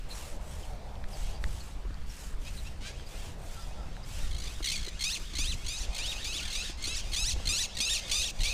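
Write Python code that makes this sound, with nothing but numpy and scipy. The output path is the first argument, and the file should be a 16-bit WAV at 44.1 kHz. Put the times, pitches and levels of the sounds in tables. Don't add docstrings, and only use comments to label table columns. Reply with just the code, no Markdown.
import sys
import numpy as np
from scipy import signal
from scipy.fft import rfft, irfft, next_fast_len
from scipy.io import wavfile
from scipy.ndimage import uniform_filter1d

SR = 44100
rng = np.random.default_rng(int(sys.argv[2]) if len(sys.argv) > 2 else 0)


def store_wav(level_fs):
    pcm = np.round(np.clip(np.atleast_2d(level_fs), -1, 1) * 32767)
    wavfile.write(sys.argv[1], SR, pcm.T.astype(np.int16))


N = 376173
TIME = np.arange(N) / SR

# how many, their spacing in seconds, their level in dB.
SQUAWKS = [ (4.716, 0.024, 0.011, 0.012, 1220, 1182, -30.5, -33.5, .15, 6, .015, 6, 0.014, -27.5),
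           (5.038, 0.053, 0.05, 0.039, 1312, 2150, -29, -31, .1, 4, 0.0082, 3, 0.013, -29.5),
           (5.384, 0.049, 0.073, 0.046, 1260, 2080, -30, -33.5, 0.12, 6.5, 0.01, 3, 0.015, -32.5),
           (5.681, 0.085, 0.045, 0.049, 1316, 2015, -34.5, -37.5, 0.09, -3, 0.016, 2, 0.015, -33.5),
           (5.98, 0.042, 0.091, 0.03, 1307, 1920, -34, -33, .18, 10.5, 0.023, 3, 0.016, -34.5),
           (6.244, .077, 0.054, 0.044, 1345, 1897, -34, -33.5, 0.24, 7, 0.014, 2, .012, -52),
           (6.552, .069, 0.041, 0.05, 1343, 1905, -33.5, -39, 0.22, 2, 0.013, 0, .018, -40),
           (6.87, 0.074, .028, .042, 1376, 1930, -33.5, -33.5, 0, -1, 0.012, 3, .0135, -29.5),
           (7.162, 0.074, 0.055, .048, 1340, 2062, -29, -28.5, 0, -3, 0.0059, 3, 0.012, -28),
           (7.489, .084, .04, 0.052, 1405, 2060, -27, -28, 0.06, -0.5, 0.035, 2, 0.015, -24),
           (7.803, 0.08, 0.038, 0.08, 1339, 1920, -27, -27, 0.09, 2, 0.033, 3, 0.017, -30.5),
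           (8.113, 0.098, 0.058, 0.044, 1305, 1908, -26.5, -31.5, 0.21, 2, 0.023, 2, 0.014, -30.5),
           (8.433, 0.11, .045, .05, 1284, 1950, -30, -30, 0.2, 19, 0.029, 3, .012, -32), ]
# frequency in Hz, gain in dB.
FAR_THROAT = [(1000, -10), (1600, -2.5), (2600, 4.5), (4000, 3.5), (6400, -2.5), (9000, -8.5), (15000, -23)]


def gain_of(db):
    return np.exp(np.asarray(db) * (np.log(10) / 20))


def evened(x):
    return x / np.sqrt(np.mean(x ** 2) + 1e-20)


def read(points, hz):
    f, value = np.transpose(points)
    return np.interp(np.log(hz + 1), np.log(f + 1), value)


def level(rows):
    return gain_of(np.interp(TIME, *np.transpose(rows)))


def add(mix, start, sound):
    part = mix[max(round(start * SR), 0):][:len(sound)]
    part += sound[:len(part)]


def wander(size, hz):
    padded = next_fast_len(size + 512)
    f = np.fft.rfftfreq(padded, 1 / SR)
    return evened(irfft(rfft(rng.standard_normal(padded)) / (1 + (f / hz) ** 4), padded))[:size]


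def noise(spectrum, patchy_db):
    hz = np.fft.rfftfreq(2048, 1 / SR)
    real, imag, patches = rng.standard_normal((3, len(hz), N // 512 + 5))
    patches = evened(uniform_filter1d(uniform_filter1d(patches, size=20, axis=0), size=5, axis=1))
    frames = (real + 1j * imag) * gain_of(read(spectrum, hz)[:, None] + patchy_db * patches)
    return evened(signal.istft(frames, nperseg=2048, noverlap=1536)[1][:N])


def ring(spectrum, size=1024):
    log_gain = np.log(gain_of(read(spectrum, abs(np.fft.fftfreq(size, 1 / SR)))))
    return np.fft.ifft(np.exp(np.conj(signal.hilbert(log_gain)))).real[:size // 4]


def park(sound):
    # frequency in Hz, seconds for the echoes to fade by 60 dB.
    fade_times = [(500, 0.13), (3000, 0.19), (6000, 0.31), (12000, 0.034)]
    echoes = rng.standard_normal(SR) * (rng.random(SR) < .06)
    hz, t, frames = signal.stft(echoes, SR, nperseg=256)
    frames = frames * gain_of(-60 * t / read(fade_times, hz)[:, None]) * (t > .004)
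    tail = signal.istft(frames, SR, nperseg=256)[1]
    return signal.fftconvolve(sound, tail / np.linalg.norm(tail))[:N]


def air(air_db=-40, hum_hz=200, hum_db=-61):
    # frequency in Hz, relative level in dB.
    colour = [(15, 2.5), (27, 1.5), (42, -1), (60, -7), (80, -9.5), (100, -18), (150, -18), (250, -23.5),
              (400, -26.5), (700, -28.5), (1200, -31), (2500, -36), (4500, -40.5), (8000, -47),
              (15000, -58.5)]
    # time in seconds, lift of the rumble in dB.
    gusts = [(0, 3), (1.35, 4), (1.47, 9.5), (1.65, 1), (2.0, 5.5), (2.15, -3), (2.33, 6.5), (3.0, 1.5),
             (4.35, 5), (5.23, 1.5), (5.44, 8.5), (5.7, 4), (5.9, 5), (6.45, 2), (7.39, 7.5), (7.65, -1),
             (8.25, 3), (8.42, 9)]
    # time in seconds, level in dB.
    rush_levels = [(0, -65), (.12, -54), (1.3, -54), (1.8, -60.5), (2.5, -60), (3.1, -55.5), (3.65, -55),
                   (4.25, -58.5), (4.9, -61.5), (5.3, -66.5), (5.75, -59), (5.92, -52), (6.45, -59),
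                   (8.5, -55)]
    # time in seconds, level in dB.
    drone_levels = [(0, -56), (1.4, -58), (1.8, -63), (3.2, -57), (3.8, -52.5), (4.25, -51), (4.6, -63)]
    background = gain_of(air_db) * noise(colour, patchy_db=2.0)
    rumble = signal.sosfiltfilt(signal.butter(2, 140, fs=SR, output="sos"), background)
    rush = signal.sosfiltfilt(signal.butter(2, [480, 950], "band", fs=SR, output="sos"), background)
    drone_band = signal.butter(3, [80, 150], "band", fs=SR, output="sos")
    drone = evened(signal.sosfilt(drone_band, rng.standard_normal(N)))
    hum = np.sin(2 * np.pi * np.cumsum(hum_hz + 4 * wander(N, 10.9)) / SR)
    hum *= gain_of(2.5 * wander(N, 5))
    swells = rumble * (level(gusts) - 1) + level(rush_levels) * evened(rush) - rush
    return background + swells + level(drone_levels) * drone + gain_of(hum_db) * hum


def hoots(echo=0.61):
    # start and length in seconds, pitch in Hz, level in dB.
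    notes = [(3.525, 0.13, 1350, -52), (3.751, 0.12, 1337, -54.5)]
    out = np.zeros(N)
    for start, length, hz, db in notes:
        size = int(length * SR)
        turns = np.cumsum(hz * (1 + 0.036 * wander(size, 60))) / SR
        add(out, start, gain_of(db) * np.hanning(size) * np.sin(2 * np.pi * turns))
    return out + echo * park(out)


def voice(rows, throat, waver=0.01203, jitter=0.015, flutter_db=0.0, fade_s=.004):
    times, *columns = np.transpose(rows)
    t = np.arange(times.min() - fade_s / 2, times.max() + fade_s / 2, 1 / SR)
    hz, db, rough, whistle_db = (np.interp(t, times, column) for column in columns)
    rough, size = np.clip(rough, 0, 1), len(t)
    hz = hz * (1 + waver * (.5 + 2 * rough) * wander(size, 76.0) + jitter * rough * wander(size, 570))
    turns, pulses = np.cumsum(hz) / SR, np.zeros(size)
    moments = np.arange(t[0], t[-1] + .02, .009)
    for k in range(1, 13):
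        shimmer_db = 3.6 * np.interp(t, moments, rng.standard_normal(len(moments)))
        clear = np.clip((15200 - k * hz) / 4500, 0, 1)
        pulses += clear * gain_of(shimmer_db + whistle_db * (k == 2)) * np.cos(2 * np.pi * k * turns)
    puffs = (0.43 + np.cos(2 * np.pi * turns)) * rng.standard_normal(size)
    drive = (1 - rough) * evened(pulses) + (rough + 0.32) * evened(puffs)
    sound = signal.fftconvolve(drive, throat)[:size]
    sound /= np.sqrt(uniform_filter1d(2 * sound ** 2, size=300) + 1e-12)
    fade = np.clip(np.minimum(t - t[0], t[-1] - t) / fade_s, 0, 1)
    return t[0], sound * fade * gain_of(db + flutter_db * wander(size, 160))


def flock(count=44):
    # time in seconds, level of the chatter in dB.
    chatter_levels = [(0, -64), (.9, -76), (1.25, -55), (2.3, -76), (2.9, -55.5), (4.0, -60), (4.42, -44.5),
                      (4.55, -52.5), (5.8, -50.5), (6.1, -43), (6.7, -44), (7.35, -52), (8.05, -47.5),
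                      (8.35, -51)]
    out, throat = np.zeros(N), ring(FAR_THROAT)
    for k, (late, pitch) in enumerate(rng.random((count, 2))):
        start, hz = TIME[-1] * (k + late) / count, 1100 + 300 * pitch
        rows = [(start, .9 * hz, -3, .5, 0), (start + .07, hz, 0, .3, 2),
                (start + .13, 1.5 * hz, 0, .3, 5), (start + .19, hz, -4, .5, 0)]
        add(out, *voice(rows, throat))
    return evened(out + park(out)) * level(chatter_levels)


def far_calls(swell_db=11, peak_share=.62, glide=0.075, echo=0.14):
    # start and length in seconds, pitch in Hz, level in dB, roughness, whistle in dB.
    calls = [(2.447, 0.055, 1275, -41.5, 0.55, 6), (2.647, 0.044, 1333, -43, 0.34, 7),
             (2.808, 0.11, 801, -38.5, 0.47, 5)]
    out, throat = np.zeros(N), ring(FAR_THROAT)
    for start, length, hz, db, *tone in calls:
        rows = [(start, hz * (1 - glide), db - swell_db, *tone),
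                (start + peak_share * length, hz, db, *tone),
                (start + length, hz * (1 + glide), db - swell_db, *tone)]
        add(out, *voice(rows, throat))
    return out + echo * park(out)


def arm_swing(stride_s=0.99, roundness=0.81, skew=0.84, rest_db=-16):
    # one arm's first brush and its length in seconds, relative level in dB.
    arms = [(0.083, 0.3, 2), (0.405, 0.37, -0.5)]
    # time in seconds, level in dB.
    rub_levels = [(0, -48.5), (.6, -55.5), (2.2, -54), (3.2, -55), (4.3, -53), (5.3, -55), (8.5, -58)]
    speed = np.full(N, gain_of(rest_db))
    for first, length, db in arms:
        progress = np.minimum((TIME - first) % stride_s / length, 1)
        speed += gain_of(db) * abs(np.sin(np.pi * progress ** skew)) ** roundness
    return speed * level(rub_levels)


def jacket(grain_db=1.5, squeak_waver=0.037):
    # frequency in Hz, relative level in dB.
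    cloth = [(300, -11.5), (1000, -9), (2500, -5.5), (4200, -7), (6000, -6), (8000, -4.5), (10000, -10.5),
             (12500, -14.5), (15500, -20)]
    # start and length in seconds, first and last pitch in Hz, level in dB.
    squeaks = [(0.088, 0.064, 4180, 4060, -43), (0.195, 0.077, 3020, 2580, -56),
               (.62, 0.035, 3100, 3190, -53.5), (1.109, 0.068, 5430, 4170, -50),
               (1.31, 0.097, 4800, 4660, -54), (1.597, 0.035, 4550, 4150, -48),
               (2.087, .04, 5700, 5300, -52), (2.56, 0.057, 3880, 4100, -46.5),
               (3.05, 0.042, 4600, 4900, -52), (3.602, 0.054, 4600, 5100, -50),
               (4.023, 0.035, 4800, 5080, -48.5)]
    out = noise(cloth, patchy_db=1.84) * arm_swing() * gain_of(grain_db * wander(N, 120))
    for start, length, start_hz, end_hz, db in squeaks:
        size = int(length * SR)
        hz = np.linspace(start_hz, end_hz, size) * (1 + squeak_waver * wander(size, 470))
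        swell = gain_of(db + 3.0 * wander(size, 200)) * np.hanning(size)
        add(out, start, swell * np.sin(2 * np.pi * np.cumsum(hz) / SR))
    return out


def feet(thud_hz=300, thud_s=0.0058, snap_s=0.001, snap_grit=0.67):
    # start in seconds, level in dB.
    thuds = [(1.85, -43), (1.903, -40), (2.809, -48.5), (3.881, -44), (4.604, -37), (4.873, -38.5),
             (5.337, -42.5), (5.388, -37), (6.353, -40.5), (6.696, -38), (6.876, -39), (7.36, -37.5),
             (7.399, -38.5), (7.8, -38)]
    # start in seconds, level in dB, pitch in Hz.
    snaps = [(.955, -42, 3020), (1.041, -32, 1840), (1.4406, -22, 2030), (1.909, -42, 1400),
             (1.943, -40, 4420), (2.34, -39, 1700), (2.998, -36, 1610), (3.967, -34, 1710)]
    out, t = np.zeros(N), np.arange(SR // 10) / SR
    for start, db in thuds:
        hz = thud_hz * rng.uniform(0.69, 1.35)
        push = 0.8 * np.sin(2 * np.pi * hz * t) + 0.41 * wander(len(t), 1440)
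        add(out, start, gain_of(db) * push * t / thud_s * 2 * np.exp(1 - 2 * t / thud_s))
    for start, db, hz in snaps:
        crack = np.sin(2 * np.pi * hz * t + snap_grit * wander(len(t), 2600))
        add(out, start, gain_of(db) * crack * np.exp(-t / snap_s))
    return out


def chuck_times(lead_s=.0113, first_early_s=0.0022, first_soft_db=-8):
    # start in seconds, number of chucks, spacing in seconds, first and last level in dB.
    rattles = [(4.316, 10, 0.018, -41, -39), (4.765, 3, 0.016, -30.5, -38.5), (4.815, 5, .0182, -40.5, -35),
               (6.433, 5, 0.025, -36, -34)]
    for start, *_, count, gap, db in SQUAWKS:
        for k in range(round(count)):
            first = k == round(count) - 1
            yield start - lead_s - k * gap - first_early_s * first, db + first_soft_db * first
    for start, count, gap, first_db, last_db in rattles:
        for k, db in enumerate(np.linspace(first_db, last_db, round(count))):
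            yield start + k * gap, db


def chuck(middle, db, pitch_hz=1042, length_s=0.012, edge_ratio=1.07, rough=0.31):
    hz = pitch_hz * (1 + 0.0357 * rng.standard_normal())
    db += 0.5 * rng.standard_normal()
    return [(middle - length_s / 2, hz * edge_ratio, db - 2, rough, 0),
            (middle, hz, db, rough, 0),
            (middle + length_s / 2, hz * edge_ratio, db - 7, rough, 0)]


def reply(start, length, start_hz, middle_hz, end_hz, start_db, end_db, rough, whistle_db=13):
    progress = np.linspace(0, 1, 20)
    pitches = np.polyval(np.polyfit([0, .5, 1], [start_hz, middle_hz, end_hz], 2), progress)
    return [(start + length * share, hz, start_db + (end_db - start_db) * share, rough, whistle_db)
            for share, hz in zip(progress, pitches)]


def squawk(start, hold, rise, fall, held_hz, top_hz, held_db, arch_db, rough, whistle_db, warble):
    scoop_from, fall_to = .81, .76
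    scoop_s, roundness, fall_curve, warble_hz = .42 * hold, .45, 1.3, 55
    onset_s, onset_db, sag_db, end_db = 0.01, 2.5, -2, -8.5
    t = np.arange(0, hold + rise + fall, .001)
    up, down = np.clip((t - hold) / rise, 0, 1), np.clip((t - hold - rise) / fall, 0, 1)
    held = held_hz * (1 - (1 - scoop_from) * np.exp(-t / scoop_s))
    hz = held + (top_hz - held) * (up + roundness * up * (1 - up))
    hz += (fall_to * held_hz - top_hz) * np.sin(np.pi / 2 * down) ** fall_curve
    hz *= 1 + warble * np.interp(t, TIME[:SR], wander(SR, warble_hz))
    onset, arch = np.exp(-t / onset_s), np.sqrt(up)
    db = (1 - arch) * (held_db + sag_db * t / hold) + arch * arch_db
    db += onset_db * onset + end_db * down ** 2
    hoarse = rough + 0.31 * onset + 0.49 * down ** 2
    whistle = (1 - arch) * (0.62 * whistle_db - 4) + arch * whistle_db
    return np.transpose([start + t, hz, db, hoarse, whistle])


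def parakeets():
    # frequency in Hz, gain in dB.
    open_beak = [(1000, -23.5), (1600, -19), (2100, -10), (2620, 5), (3150, -3), (4250, 3), (5300, -3),
                 (6450, 1), (7600, -7), (9100, -8), (10500, -15), (12000, -20.5), (15000, -16.5)]
    # frequency in Hz, gain in dB.
    half_shut_beak = [(1000, -34), (1600, -10), (2150, -3.5), (3100, -3), (4150, 7), (5200, -9),
                      (6200, -0.5), (7300, -7), (8600, -7), (10500, -15.5), (12000, -19.5), (15000, -17)]
    # start and length in seconds, first, middle and last pitch
    # in Hz, first and last level in dB, roughness from 0 to 1.
    replies = [ (6.16, 0.051, 1240, 1390, 1820, -44, -50, .05),
               (6.511, 0.055, 1514, 1915, 1835, -39.5, -34, 0.48),
               (7.543, 0.03, 2140, 2140, 2130, -38, -33, 0),
               (8.186, 0.033, 1800, 2110, 2340, -34, -44, 0.3),
               (8.217, 0.032, 2067, 1826, 1290, -29.5, -34, 0.16),
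               (8.457, 0.073, 1475, 2160, 2050, -30, -42.5, 0.34), ]
    out, throat, chuck_throat = np.zeros(N), ring(open_beak), ring(half_shut_beak)
    for row in SQUAWKS:
        add(out, *voice(squawk(*row[:-3]), throat, flutter_db=1.0))
    for row in replies:
        add(out, *voice(reply(*row), throat))
    for middle, db in chuck_times():
        add(out, *voice(chuck(middle, db), chuck_throat, fade_s=0.0013))
    return out


def scene(echo_db=-18, ground_db=-14, ground_s=.0075, width_db=-12):
    birds = parakeets()
    mid = birds + gain_of(echo_db) * park(birds)
    mid += flock() + far_calls() + hoots() + jacket() + feet() + air()
    add(mid, ground_s, gain_of(ground_db) * birds)
    treble = signal.sosfilt(signal.ellip(8, 1, 70, 8300, "high", fs=SR, output="sos"), mid)
    side = gain_of(width_db) * treble * wander(N, 310)
    return np.array([mid + side, mid - side])


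def record(dry, edge_hz=15500):
    low_pass = signal.firwin(511, edge_hz, window=("kaiser", 9), fs=SR)
    return signal.oaconvolve(dry, low_pass[None], "same")


dry = scene()
out = record(dry)
store_wav(out)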